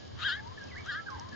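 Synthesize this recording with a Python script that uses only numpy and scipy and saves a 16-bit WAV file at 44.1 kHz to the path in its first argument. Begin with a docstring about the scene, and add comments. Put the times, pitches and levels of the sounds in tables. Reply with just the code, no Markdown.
"""A garden feeder, where small birds squabble. One close bird gives two nasal squeals that rise, dip and
rise into a warble: the two sides of its syrinx sound together, beat, and add harmonics and sum tones.
Others slip soft, nearly pure whistled glides in between. Beaks and claws strike the feeder in damped
ticks, and wings puff air as a bird flies in. Under it all lie three bands of noise: a low outdoor
rumble, a soft hiss and a blur of far birds."""
import sys
import numpy as np
from scipy import signal
from scipy.fft import rfft, irfft, next_fast_len
from scipy.io import wavfile
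from scipy.ndimage import uniform_filter1d, map_coordinates

SR = 44100
rng = np.random.default_rng(int(sys.argv[2]) if len(sys.argv) > 2 else 0)


def store_pcm(level_fs):
    """Save levels as 16-bit WAV."""
    pcm = np.round(np.clip(level_fs, -1, 1) * 32767).astype(np.int16)
    wavfile.write(sys.argv[1], SR, np.atleast_2d(pcm).T)


N = 59535


def amp(db):
    """Amplitude ratio of a level in decibels."""
    return 10 ** (np.asarray(db) / 20)


def unit(x):
    """Normalisation to rms 1."""
    return x / np.sqrt(np.mean(x ** 2) + 1e-20)


def clock():
    """Uniform sampling: t/s of each sample."""
    return np.arange(N) / SR


def along(points, hz):
    """Interpolation of (f/Hz, value) points on a logarithmic frequency axis."""
    f, value = np.transpose(points)
    return np.interp(np.log(hz + 1), np.log(f + 1), value)


def gesture(rows, edge_s=0.0092, glide_s=0.0049):
    """Breakpoint envelopes: a ramped gate over the rows' span, then one smoothed curve per column."""
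    times, *columns = np.transpose(rows)
    t = clock()
    gate = np.clip(np.minimum(t - times[0], times[-1] - t) / edge_s, 0, 1)
    return [gate] + [uniform_filter1d(np.interp(t, times, c), int(glide_s * SR)) for c in columns]


def swell(middle_s, half_s):
    """Gaussian envelope, down to 1/e at half_s either side of the middle."""
    return np.exp(-((clock() - middle_s) / half_s) ** 2)


def wobble(rate):
    """Random modulation: a spline through `rate` Gaussian knots a second."""
    knots = rng.standard_normal(int(N * rate / SR) + 4)
    return map_coordinates(knots, [np.arange(N) * rate / SR])


def phase_of(hz):
    """Phase as the time integral of frequency."""
    return 2 * np.pi * np.cumsum(hz) / SR


def filtered(x, response):
    """Linear filtering: the spectrum of x times a frequency response."""
    size = next_fast_len(N + SR // 4)
    return irfft(rfft(x, size) * response(np.fft.rfftfreq(size, 1 / SR)), size)[..., :N]


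def sides(pan_db):
    """Interaural level difference: two gains, the left pan_db above the right."""
    return amp(np.array([[.5], [-.5]]) * pan_db)


def placed(x, pan_db, lead_ms):
    """Localisation by interaural level and time difference; the left ear leads by lead_ms."""
    phase_per_hz = np.array([[1j], [-1j]]) * np.pi * lead_ms / 1000
    return filtered(x, lambda hz: sides(pan_db) * np.exp(phase_per_hz * hz))


def noise(spectrum, correlation):
    """Partly coherent stereo noise of rms 1, from (f/Hz, level/dB) and (f/Hz, correlation) points."""
    def response(hz):
        angle = np.arccos(np.clip(along(correlation, hz), -1, 1)) / 2
        return amp(along(spectrum, hz)) * [np.cos(angle), np.sin(angle)]
    mid, side = filtered(rng.standard_normal((2, N)), response)
    return unit(np.array([mid + side, mid - side]))


# Coherence of the outdoor field, rumble and hiss alike: f/Hz, left-right correlation
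FIELD_CORRELATION = [(90, 0.3), (160, -0.4), (300, -0.8), (600, -0.68), (1100, -0.59), (1650, 0.88),
                     (2600, 0.11), (4500, -0.13), (7500, 0.97)]
# Rumble spectrum: f/Hz, relative level/dB
RUMBLE_SPECTRUM = [(20, -18.5), (50, -37.5), (62, -15.5), (78, -1.5), (92, -2.5), (115, -3.5), (140, -11.5),
                   (200, -28), (400, -66)]
# Rumble envelope: t/s, level/dB
RUMBLE_ENVELOPE = [(0, -51), (.1, -55), (0.151, -40), (.2, -51.5), (.25, -44.5), (.3, -51), (.54, -48),
                   (.59, -55.5), (.76, -47.5), (.97, -52), (1.02, -57), (1.2, -50.5)]
def rumble():
    """Amplitude-modulated low-frequency noise: the outdoor rumble swells and sinks."""
    envelope = amp(np.interp(clock(), *np.transpose(RUMBLE_ENVELOPE)))
    return envelope * noise(RUMBLE_SPECTRUM, FIELD_CORRELATION)


# Spectrum of the garden's hiss: f/Hz, relative level/dB
HISS_SPECTRUM = [(40, -33), (120, -1.5), (200, 1.5), (400, -2), (750, -7.5), (1400, -18.5), (2100, -20),
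                 (2550, -21.5), (2850, -17.5), (3080, -12), (3350, -16.5), (4200, -16.5), (5000, -17),
                 (5700, -24), (7000, -27), (8000, -56)]
def hiss(level_db=-48.5, swing_db=0.68):
    """Ambient noise floor: a broad band whose level wavers slightly."""
    return amp(level_db + swing_db * wobble(18.97)) * noise(HISS_SPECTRUM, FIELD_CORRELATION)


# Spectrum of the far birds: f/Hz, relative level/dB
CHATTER_SPECTRUM = [(600, -29), (800, -6), (1000, -0.5), (1150, 2), (1280, -3.5), (1470, -9), (1640, 1),
                    (1820, -7), (2100, -10), (2300, -14), (2500, -38)]
# Envelope of the far birds: t/s, level/dB
CHATTER_ENVELOPE = [(0, -69), (.15, -59), (.62, -59.5), (0.801, -53.5), (1.03, -62.5), (1.15, -53),
                    (1.33, -58)]
def far_chatter():
    """Incoherent superposition: far birds blur into one band of noise."""
    envelope = amp(np.interp(clock(), *np.transpose(CHATTER_ENVELOPE)))
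    return envelope * noise(CHATTER_SPECTRUM, [(1000, -0.32), (1600, 0.62)])


def garden_scatter(x, t60_s=.2):
    """Diffuse reflection from walls and trees: convolution with exponentially decaying noise."""
    t = np.arange(SR // 3) / SR
    tail = rng.standard_normal((2, len(t))) * amp(-60 * t / t60_s)
    return signal.fftconvolve(x, tail / np.linalg.norm(tail[0]), axes=1)[:, :N]


def patter(per_s=60, level_db=-67, t60_s=0.011):
    """A Poisson process: claws and seed scratch faintly in brief, decaying bursts of noise."""
    impulses = (rng.random(N) < per_s / SR) * rng.uniform(0.28, 1, N)
    decay = amp(-60 * np.arange(SR // 20) / SR / t60_s)
    bursts = signal.fftconvolve(impulses, decay)[:N]
    scratch = noise([(2500, -26.5), (4800, 5.5), (7500, -16)], [(5000, 0.01)])
    return amp(level_db) * unit(bursts * scratch)


# Wingbeats: middle t/s, half length/s, level/dB, spectral peak f/Hz
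WINGBEATS = [(1.16, 0.018, -44.5, 78), (1.333, 0.0096, -48, 210)]
# Spectrum of one puff: f over peak f, relative level/dB
PUFF_SPECTRUM = [(.5, -30.5), (1, 2), (1.8, -19.5), (3.5, -20.5), (9, -37), (99, -80)]
def wings():
    """Air displacement: each wingbeat pushes out a soft puff of low noise."""
    out = np.zeros((2, N))
    for middle_s, half_s, level_db, peak_hz in WINGBEATS:
        puff = swell(middle_s, half_s)
        air = noise([(k * peak_hz, db) for k, db in PUFF_SPECTRUM], [(200, .6)])
        out += amp(level_db) * unit(puff * air) * np.sqrt(np.mean(puff ** 2))
    return out


# Impacts on the feeder: t/s, level/dB, resonance f/Hz, left over right/dB
FEEDER_IMPACTS = [(0.6396, -42.5, 5150, -10), (0.8605, -41.5, 6100, -2), (1.103, -39, 5200, -5),
                  (1.1968, -33.5, 5400, -6), (1.293, -43.5, 5700, -3), (1.328, -44, 4700, -10)]
def ticks(t60_s=.009, rise_s=.0006, relative_width=0.31, ring_share=.25):
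    """Damped resonance: a beak or claw excites a crack of noise and a brief ring in the feeder."""
    out = np.zeros((2, N))
    for start_s, level_db, ring_hz, pan_db in FEEDER_IMPACTS:
        age = np.maximum(clock() - start_s, 0)
        resonance = lambda f: 1 / (1 + ((f / ring_hz - 1) / relative_width) ** 2) ** 2
        crack = np.sqrt(1 - ring_share) * unit(filtered(rng.standard_normal(N), resonance))
        ring = np.sqrt(2 * ring_share) * np.sin(2 * np.pi * ring_hz * age)
        envelope = amp(level_db - 60 * age / t60_s) * (1 - np.exp(-age / rise_s))
        out += sides(pan_db) * (crack + ring) * envelope
    return out


# Whistled notes: left over right/dB, left lead/ms, contour of (t/s, f/Hz, level/dB)
WHISTLE_NOTES = [ (-3.5, -0.071, [(0, 1716, -60), (.03, 1675, -57.5), (.08, 1646, -68)]),
                 (5.5, -0.46, [(.36, 810, -57), (.44, 895, -53), (.5, 1021, -50), (.535, 1049, -51)]),
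                 (0.5, -0.055, [(.569, 1595, -51), (.578, 1748, -45), (.603, 1647, -52.5),
                 (.625, 1622, -42.5), (.672, 1650, -68)]), (0, 0, [(.682, 2780, -55.5), (.703, 2436, -63.5),
                 (.72, 2036, -50), (.734, 1985, -50), (.75, 1990, -50)]), (-2, -.03, [(.745, 1393, -52),
                 (.76, 1673, -44.5), (.778, 2112, -44.5), (.794, 2370, -51), (.812, 2233, -53.5),
                 (.835, 2276, -64)]), (-7.5, 0.22, [(.895, 1206, -53.5), (.93, 1180, -47.5),
                 (.96, 1261, -49), (.995, 1340, -46.5), (1.065, 1290, -66)]),
                 (-3.5, -0.13, [(1.058, 1597, -48), (1.072, 1637, -36.5), (1.083, 1562, -40.5),
                 (1.096, 1214, -46.5), (1.11, 1084, -49.5), (1.136, 1045, -39.5), (1.148, 1002, -47),
                 (1.17, 868, -52), (1.21, 723, -60)]), (7.5, -0.43, [(.97, 765, -70), (1.1, 820, -59),
                 (1.18, 885, -53.5), (1.245, 1020, -48.5), (1.28, 1072, -56), (1.335, 1012, -63)]),
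                 (-5, -0.093, [(1.095, 1620, -49), (1.132, 1643, -63), (1.15, 1588, -43),
                 (1.165, 1595, -71), (1.2, 1635, -58), (1.235, 1600, -68)]),
                 (3.5, -0.066, [(1.318, 1650, -53), (1.328, 1730, -44.5), (1.342, 1635, -51),
                 (1.36, 1670, -34)])]
def whistle(pan_db, lead_ms, contour, waver=.007, octave_db=-28.5):
    """Frequency modulation of a nearly pure tone: one gliding note with a faint second harmonic."""
    gate, hz, level_db = gesture(contour)
    phase = phase_of(hz * (1 + waver * wobble(260)))
    tone = np.sin(phase) + amp(octave_db) * np.sin(2 * phase)
    envelope = np.sqrt(2) * gate * amp(level_db + 0.37 * wobble(130))
    return placed(envelope * tone, pan_db, lead_ms)


# Spectrum of the close bird's rasp: f/Hz, relative level/dB
RASP_SPECTRUM = [(600, -23.5), (1150, -1), (1650, 3.5), (2400, -8.5), (3150, 3.5), (3900, -1), (4400, -7.5),
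                 (5000, -11.5), (6200, -18), (7000, -17), (8000, -42)]
def rasp(middle_s, half_s, scratch_lead_s=0.064, scratch_half_s=0.036, scratch_db=0.5):
    """Aperiodic part of a squeal: a scratchy onset and a main swell of noise add in power."""
    scratch = amp(scratch_db) * swell(middle_s - scratch_lead_s, scratch_half_s)
    return np.hypot(swell(middle_s, half_s), scratch) * noise(RASP_SPECTRUM, [(2000, 0.38)])


# Weights of harmonics 3 to 5: relative level/dB
REEDY_HARMONICS = [-0.5, -18, -15]
def overtones(low, high, upper_db, reedy_db, hoarse_rad):
    """Nonlinear mixing of two voices: harmonics and sum tones, reedier as the upper voice grows."""
    growth = amp(0.31 * upper_db)
    upper_gain, sum_tone_gain = growth * amp(-6), amp(upper_db - 6)

    def hoarse(depth, phase):
        """Random phase modulation roughens a partial."""
        return np.sin(phase + depth * hoarse_rad * growth * wobble(700))

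    octave = hoarse(1.8, 2 * low) + upper_gain * hoarse(2, 2 * high)
    sum_tone = sum_tone_gain * hoarse(1.4, low + high)
    reedy = np.zeros(N)
    for k, db in enumerate(REEDY_HARMONICS, 3):
        lower = hoarse(k, k * low)
        upper_and_sum = hoarse(k, k * high) + hoarse(k, low + (k - 1) * high)
        reedy += amp(db) * (lower + upper_gain * upper_and_sum)
    return octave + sum_tone + amp(reedy_db + .85 * upper_db) * reedy


# Resonances of the throat: f/Hz, gain/dB
THROAT_RESPONSE = [(1500, -23.5), (2450, -11.5), (2850, -1), (3250, 7.5), (3850, 11.5), (4150, 2.5),
                   (4700, 0.5), (5050, -2.5), (5700, -10.5), (6350, -13), (7100, -1.5), (8000, -30)]
# Acoustic shadow on the close bird's treble, right side only: f/Hz, gain/dB
RIGHT_SHADOW = [(1600, 1), (2500, -5.5), (3200, -12), (3700, -18), (4100, -20.5), (4500, -12), (4900, -1)]
# Squeal contours: t/s, lower voice f/Hz, level/dB, upper voice over lower/dB, overtone gain/dB
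FIRST_CONTOUR = [(.19, 1199, -52, -1.5, -10), (0.215, 1302, -49, -3.5, -2), (0.226, 1204, -40, -7, 5),
                 (.24, 1414, -40.5, -7, 0.5), (.254, 1596, -32, -20.5, -7.5),
                 (0.266, 1663, -28, -15, -11.5), (0.28, 1540, -32.5, -12, -4.5),
                 (0.293, 1420, -36.5, 2.5, -5.5), (0.308, 1400, -36, 2, -6.5),
                 (0.324, 1522, -35.5, -5.5, -4.5), (.347, 1584, -37.5, -13.5, -10.5),
                 (0.373, 1717, -42.5, -17, -29), (0.395, 1740, -45, -13, -24.5),
                 (0.41, 1593, -36, -28, -28)]
SECOND_CONTOUR = [(0.856, 1195, -47, -5, -16), (.875, 1431, -49.5, -7.5, -14.5),
                  (0.888, 1593, -37.5, -23, -12.5), (0.899, 1644, -31, -17.5, -21),
                  (0.909, 1569, -37, -5, -14.5), (.923, 1424, -44.5, 5, -12.5),
                  (.935, 1411, -39.5, -2.5, -13.5), (0.953, 1552, -38.5, -5, -15.5),
                  (0.97, 1627, -37.5, -23, -23), (0.999, 1704, -42, -16, -35),
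                  (1.015, 1650, -42, -23.5, -33.5)]
# Voicing of each squeal: upper f over lower f at mid-rasp, warble onset t/s, share of the shadow,
# mid-rasp t/s, rasp half length/s, rasp level/dB, gain of harmonics 3 to 5/dB, hoarseness/rad
SQUEAL_VOICINGS = [(1.187, .315, 0.99, 0.2853, 0.071, -41.5, -3, 0.18),
                   (1.218, 0.93, 0.93, 0.936, 0.041, -49.5, 3.5, .24)]
def squeal(contour, ratio, warble_s, shadow_share, rasp_s, rasp_half_s, rasp_db, reedy_db, hoarse_rad):
    """Biphonation: both sides of the syrinx sound and beat, and the throat filters their overtones."""
    warble_hz, warble_depth, warble_rise_s, flutter_db = 78, .024, .012, 1.1
    jitter, spread_per_s = .004, 0.6
    gate, hz, level_db, upper_db, bright_db = gesture(contour)
    warble_onset = np.clip((clock() - warble_s) / warble_rise_s, 0, 1)
    warble = warble_onset * np.sin(phase_of(warble_hz * (1 + 0.069 * wobble(40))))
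    vibrato = 1 + warble_depth * warble
    interval = ratio + spread_per_s * (clock() - rasp_s)  # the two voices drift apart
    low = phase_of(hz * (vibrato + jitter * wobble(460)))
    high = phase_of(interval * hz * (vibrato + jitter * wobble(500)))
    partials = overtones(low, high, upper_db, reedy_db, hoarse_rad)
    envelope = np.sqrt(2) * gate * amp(level_db + flutter_db * warble + 0.68 * wobble(200))
    voices = envelope * (np.sin(low) + amp(upper_db) * np.sin(high))
    brightness = amp(bright_db + 1.1 * wobble(160))
    nasal = filtered(envelope * brightness * partials, lambda f: amp(along(THROAT_RESPONSE, f)))
    treble = nasal + amp(rasp_db) * rasp(rasp_s, rasp_half_s)
    shadow = lambda f: amp(np.outer([0, shadow_share], along(RIGHT_SHADOW, f)))
    return placed(voices, pan_db=1.4, lead_ms=-0.048) + filtered(treble, shadow)


def scene():
    """Superposition in the open garden; the farther whistlers have more reflected sound for their level."""
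    calls = zip((FIRST_CONTOUR, SECOND_CONTOUR), SQUEAL_VOICINGS)
    near = sum(squeal(contour, *voicing) for contour, voicing in calls) + ticks()
    far = sum(whistle(*note) for note in WHISTLE_NOTES)
    reflected = garden_scatter(amp(-19) * near + amp(-6) * far)
    return near + far + reflected + wings() + rumble() + far_chatter() + hiss() + patter()


def record(dry):
    """Band limiting: a low-pass whose gain falls linearly to zero across the cutoff."""
    cutoff_hz, transition_hz = 7700, 200
    return filtered(dry, lambda hz: np.clip((cutoff_hz - hz) / transition_hz + .5, 0, 1))


dry = scene()
out = record(dry)
store_pcm(out)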